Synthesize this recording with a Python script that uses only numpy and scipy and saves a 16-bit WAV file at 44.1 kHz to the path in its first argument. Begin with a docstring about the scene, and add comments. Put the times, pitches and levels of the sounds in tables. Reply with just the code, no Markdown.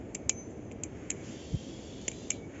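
"""A butterfly knife trainer is flipped close to the microphone, outdoors, over a low rumble of wind.
For about a second its handles clack on each other and on the pins; hard catches thud in the palm and
the free blade rings on as it swings. A thin hiss swells, and at 1.5 s one pass pushes a puff of air at
the microphone. From 2 s comes a last flurry of clacks with a faint squeak, then the thin hiss falls
away and a softer rush of air comes up."""
import sys
import numpy as np
from scipy import signal
from scipy.fft import rfft, irfft, next_fast_len
from scipy.io import wavfile
from scipy.ndimage import uniform_filter1d, map_coordinates

SR = 44100
rng = np.random.default_rng(int(sys.argv[2]) if len(sys.argv) > 2 else 0)


def generate_wav(signal):
    """Clip the signal to [-1, 1] and save it as 16-bit WAV at the path in sys.argv[1]."""
    frames = np.transpose(np.atleast_2d(signal))
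    scaled = np.clip(frames, -1, 1) * 32767
    pcm = np.round(scaled).astype(np.int16)
    wavfile.write(sys.argv[1], SR, pcm)


N = 114660  # 2.6 s


def amp(db):
    """Decibels to gain."""
    return 10 ** (np.asarray(db) / 20)


def unit(x):
    """Scale to rms 1."""
    return x / np.sqrt(np.mean(x ** 2) + 1e-20)


def eq_gain(spectrum, hz):
    """Gain at hz from (Hz, dB) points joined on a log frequency axis."""
    points_hz, points_db = np.transpose(spectrum)
    return amp(np.interp(np.log(hz + 1), np.log(points_hz + 1), points_db))


def fader(points):
    """Gain per sample from (s, dB) points."""
    return amp(np.interp(np.arange(N) / SR, *np.transpose(points)))


def wobble(rate):
    """A smooth random curve, rate knots a second."""
    knots = rng.standard_normal(int(N * rate / SR) + 4)
    return map_coordinates(knots, [np.arange(N) * rate / SR])


def filtered(x, response):
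    """Filter x by a gain given as a function of Hz."""
    size = next_fast_len(N + SR // 2)
    return irfft(rfft(x, size) * response(np.fft.rfftfreq(size, 1 / SR)), size)[:N]


def noise(spectrum):
    """Coloured noise of rms 1."""
    return unit(filtered(rng.standard_normal(N), lambda hz: eq_gain(spectrum, hz)))


def impact(spectrum, size=8192):
    """The tightest causal pulse with this spectrum (minimum phase)."""
    cepstrum = irfft(np.log(eq_gain(spectrum, np.fft.rfftfreq(size, 1 / SR))))
    cepstrum[1:size // 2] *= 2
    cepstrum[size // 2 + 1:] = 0
    return irfft(np.exp(rfft(cepstrum)))


def clack(spectrum, t60, rattle_db, pitch=1):
    """One metal impact and its rattle, which is rattle_db stronger and dies in t60 seconds."""
    pulse = impact([(hz * pitch, db) for hz, db in spectrum])
    t = np.arange(len(pulse)) / SR
    rattle = rng.standard_normal(len(t)) * amp(-60 * t / t60)
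    hit = rfft(pulse) * (1 + amp(rattle_db) * rfft(rattle / np.linalg.norm(rattle)))
    in_band = irfft(hit * (np.fft.rfftfreq(len(t), 1 / SR) < MIC_EDGE_HZ))
    return irfft(hit) / np.linalg.norm(in_band) * np.sqrt(SR / 2000)  # in-band energy: 0.5 ms at rms 1


# Metal hitting metal. Each row: start in seconds, snap, knock and crack levels in dB,
# snap and knock pitch ratios, low and high ring levels in dB.
CONTACTS = [(0.1477, -30, -43, -35, 1.1, 1.02, -64, -57), (.1503, -21.5, -33, -44, 1.02, 0.91, -58, -56),
            (.1550, -33.5, -40.5, -50, 1.0, 1.0, -55, -59), (.2934, -14.5, -42, -34, .98, 1.4, -55, -48),
            (.2944, -10.5, -27, -20.5, 0.92, 1.2, -36.5, -31),
            (.2968, -22.5, -24.5, -33, 1.1, 1.14, -53, -46),
            (.3008, -34.5, -36.5, -40, 0.7, 1.14, -45.5, -48), (.5060, -65, -71, -75, 1.2, 1.1, -78, -59),
            (.7145, -55, -41.5, -59, 0.72, 1.01, -64, -59), (0.7207, -45.5, -54, -64, 1.03, 1.2, -65, -64),
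            (.8358, -21, -35, -43, 1.02, 1.05, -51, -62), (.8420, -40, -54, -49, 1.5, 1.0, -64, -50),
            (1.1024, -26, -29.5, -45, 1.06, 0.91, -62, -45),
            (1.1046, -17, -30.5, -42, 1.07, 1.14, -49, -37),
            (1.115, -33.5, -36, -54, 0.99, 0.9, -50.5, -62), (2.015, -41.5, -52, -63, 1.1, 1.3, -64, -58),
            (2.0806, -20, -26.5, -37, .99, 0.94, -55, -51), (2.0826, -24, -28.5, -47, .98, 0.94, -53, -57),
            (2.0850, -20, -43, -42, .99, 1.3, -53, -52), (2.1158, -35.5, -44, -59, .99, 1.17, -49.5, -51),
            (2.3036, -20, -37, -45, 0.9, 1.2, -51, -58), (2.3055, -14.5, -31, -54, 1.02, 1.04, -36.5, -47),
            (2.317, -35.5, -39, -50, 0.87, 0.91, -55, -43)]
# The colours of a hit: bright snap, mid knock, broad crack. Each row: frequency in Hz, level in dB.
SNAP_EQ = [(3000, -52), (4300, -33.5), (5100, -20.5), (5500, -17.5), (5750, -10), (6150, -1.5),
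           (6600, -4.5), (7000, -1.5), (7400, 7), (8000, -5.5)]
KNOCK_EQ = [(150, -31.5), (600, -16.5), (1100, -26), (1600, -20), (1950, -7), (2350, 5), (2750, -3),
            (3250, -7), (3600, -11.5), (4500, -31), (7000, -39)]
CRACK_EQ = [(150, -10), (600, 1), (1100, -7), (1500, -5.5), (1950, -6), (2500, -4.5), (3700, -2.5),
            (4400, -5.5), (5400, 10), (7000, 0.5)]
# Handle modes, damped by the hand. Each row: pitch in Hz, level in dB, 60 dB decay time in seconds.
HANDLE_MODES = [(2290, -3, .09), (2360, 2, .08), (2505, -7, .05), (2710, -6, .055), (2938, -8, .055),
                (3104, -10, .06), (3400, -14, .04), (6872, 1, .06), (7160, -9, .04), (7480, -5, .09)]


def handles():
    """Each contact with a handle or pin snaps, knocks, cracks and briefly rings the handles."""
    out, t = np.zeros(N), np.arange(SR // 4) / SR
    for start, snap_db, knock_db, crack_db, snap_pitch, knock_pitch, low_db, high_db in CONTACTS:
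        add(out, start, amp(snap_db) * clack(SNAP_EQ, t60=.01, rattle_db=10.5, pitch=snap_pitch))
        add(out, start, amp(knock_db) * clack(KNOCK_EQ, t60=.0081, rattle_db=4, pitch=knock_pitch))
        add(out, start, amp(crack_db) * clack(CRACK_EQ, t60=.016, rattle_db=10.5))
        for hz, mode_db, t60 in HANDLE_MODES:
            ring_db = (high_db if hz > 5000 else low_db) + mode_db + rng.normal(0, 1)
            detuned_hz = hz * (1 + rng.normal(0, .002))
            add(out, start, amp(ring_db - 60 * t / t60) * np.sin(2 * np.pi * detuned_hz * t))
    return out


# The blade sings after the harder blows. Each row: start in seconds, low and high mode levels in dB,
# seconds until it faces the microphone, half width of that swell in seconds.
BLADE_RINGS = [(.1505, -66, -75, 0.14, 0.059), (.295, -71.5, -53.5, 0.096, 0.062),
               (.836, -80, -71, 0.015, 0.027), (1.1046, -68.5, -73, 0.1, .04),
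               (2.3053, -58, -76, 0.14, 0.033)]
BLADE_LOW_HZ, BLADE_HIGH_HZ, BLADE_T60_S = 2248, 6170, 0.95
FACING_LIFT_DB, DOPPLER_HZ = 10.5, 14  # the Doppler waver is that of the high mode


def blade():
    """Two long, wavering modes that swell when the swinging blade turns its flat to the microphone."""
    out, t = np.zeros(N), np.arange(SR) / SR
    for start, low_db, high_db, facing, width in BLADE_RINGS:
        swing_db = FACING_LIFT_DB * np.exp(-((t - facing) / width) ** 2) + 2.6 * wobble(45)[:len(t)]
        doppler_t = t + np.cumsum(DOPPLER_HZ / BLADE_HIGH_HZ * wobble(40)[:len(t)]) / SR
        low = amp(low_db) * np.sin(2 * np.pi * BLADE_LOW_HZ * doppler_t)
        high = amp(high_db) * np.sin(2 * np.pi * BLADE_HIGH_HZ * doppler_t)
        add(out, start, (low + high) * amp(swing_db - 60 * t / BLADE_T60_S))
    return out


# Catches in the palm. Each row: start in seconds, peak level in dB.
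CATCHES = [(0.158, -33.5), (.2950, -38), (2.0821, -25.5)]
# Their soft, dark body. Each row: frequency in Hz, level in dB.
PALM_EQ = [(60, -10), (160, -1.5), (330, 1.5), (600, -3.5), (900, -22.5), (2000, -32.5)]


def palm():
    """A hard catch lands as a dull thud in the hand."""
    out, thud = np.zeros(N), impact(PALM_EQ)
    for start, db in CATCHES:
        add(out, start, amp(db) * thud / np.abs(thud).max())
    return out


# Bassy turbulence around the puff. Each row: frequency in Hz, level in dB.
EDDY_EQ = [(30, -23), (60, 6), (120, -17), (270, 2), (420, -25.5), (1000, -46)]


def puff(centre_s=1.5467, centre_hz=124, sag_hz_per_s=17000, push_width_s=.0033, eddy_width_s=.017):
    """The knife sweeps past the microphone: suction, a push, a slower suction, and eddies."""
    t = np.arange(N) / SR - centre_s
    cycles = centre_hz * t - sag_hz_per_s * t ** 2 / 2
    push = np.exp(-(t / push_width_s) ** 2 / 2) * np.cos(2 * np.pi * cycles)
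    eddies = np.exp(-(t / eddy_width_s) ** 2 / 2) * noise(EDDY_EQ)
    return amp(-18) * push + amp(-36.5) * eddies


def squeak(start_s=2.09, length_s=.17, from_hz=3740, to_hz=4100, db=-62.5):
    """A thin, unsteady tone that rises as the knife is turned."""
    progress = np.clip((np.arange(N) / SR - start_s) / length_s, 0, 1)
    hz = from_hz + (to_hz - from_hz) * np.sin(progress * np.pi / 2) + 35 * wobble(250)
    swell = np.sqrt(np.abs(np.sin(np.pi * progress)))
    return amp(db) * swell * np.sin(2 * np.pi * np.cumsum(hz) / SR)


def yard(x, db=-20, t60=.097, attack_s=.005):
    """The pavement and nearby walls scatter back a short, weak tail."""
    t = np.arange(SR // 4) / SR
    tail = rng.standard_normal(len(t)) * amp(-60 * t / t60) * (1 - np.exp(-t / attack_s))
    return amp(db) * signal.fftconvolve(x, tail / np.linalg.norm(tail))[:N]


# The wind's rumble. Each row: frequency in Hz, level in dB.
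WIND_EQ = [(20, -40.5), (32, -30.5), (42, -10), (52, -7.5), (65, -2), (100, -1.5), (160, -3.5), (300, -1.5),
           (450, -6.5), (650, -13), (1000, -25.5), (1500, -36), (3000, -46), (6000, -83.5)]


def wind(db=-44, sway_db=.5):
    """A bed of low wind whose level sways slightly."""
    return amp(db + sway_db * wobble(8.01)) * noise(WIND_EQ)


# Midrange air, thin hiss and top-end sizzle. Each row: frequency in Hz, level in dB.
AIR_EQ = [(500, -16.5), (1100, -4), (1600, -1), (2250, 0.5), (2750, -5), (3300, -10), (4000, -20.5),
          (6000, -27)]
HISS_EQ = [(1200, -19), (2400, -5.5), (3000, 0.5), (3400, 3), (3750, -3), (4200, -7.5), (4600, -4),
           (5400, -7), (6100, -5), (7500, -3.5)]
SIZZLE_EQ = [(3000, -21.5), (4500, -12.5), (5600, -9), (6150, -1.5), (6500, 3), (7500, -3)]
# Their fader rides. Each row: time in seconds, level in dB.
AIR_RIDE = [(0, -63.5), (.75, -65), (1.0, -59), (1.3, -57.5), (1.45, -65), (2.2, -65.5), (2.47, -66.5),
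            (2.55, -55), (2.6, -57)]
HISS_RIDE = [(0, -80.5), (1.2, -79.5), (1.24, -52), (1.42, -49.5), (1.8, -50.5), (2.25, -52), (2.35, -51.5),
             (2.42, -65.5), (2.6, -82)]
SIZZLE_RIDE = [(0, -64.5), (.45, -61.5), (.75, -65.5), (1.0, -59.5), (1.2, -55.5), (1.28, -49.5),
               (1.5, -58), (1.9, -59.5), (2.25, -52), (2.45, -63), (2.6, -56)]


def hiss():
    """Three bands of faint noise come and go, the upper two with a streaky grain."""
    air = fader(AIR_RIDE) * noise(AIR_EQ)
    thin = fader(HISS_RIDE) * streaky(HISS_EQ)
    sizzle = fader(SIZZLE_RIDE) * streaky(SIZZLE_EQ)
    return air + thin + sizzle


def streaky(spectrum, depth_db=3, width_hz=110, life_s=.14, size=1024):
    """Coloured noise of rms 1 with narrow, short-lived resonances."""
    spectrogram = signal.stft(noise(spectrum), nperseg=size)[2]
    bins, frames = round(width_hz * size / SR), round(life_s * SR * 2 / size)
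    streaks = uniform_filter1d(rng.standard_normal(spectrogram.shape), bins, axis=0)
    streaks = unit(uniform_filter1d(streaks, frames, axis=1))
    return unit(signal.istft(spectrogram * amp(depth_db * streaks), nperseg=size)[1][:N])


def add(track, start, sound):
    """Mix a sound into the track from start, in seconds."""
    part = track[round(start * SR):][:len(sound)]
    part += sound[:len(part)]


def scene():
    """The knife up close in the open air, in mono; only the handles feed the yard's tail."""
    clacks = handles()
    knife = clacks + yard(clacks) + blade() + palm() + squeak() + puff()
    return (knife + wind() + hiss())[None]


MIC_EDGE_HZ, EDGE_WIDTH_HZ, LEAK_DB, LEAK_TOP_HZ = 7560, 35, -42, 8629


def record(dry):
    """The microphone's band ends at a steep edge, with a trace of leakage just above it."""
    def response(hz):
        passband = (1 - np.tanh((hz - MIC_EDGE_HZ) / EDGE_WIDTH_HZ / 2)) / 2
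        return (passband + amp(LEAK_DB)) * (hz < LEAK_TOP_HZ)
    return filtered(dry[0], response)[None]


dry = scene()
out = record(dry)
generate_wav(out)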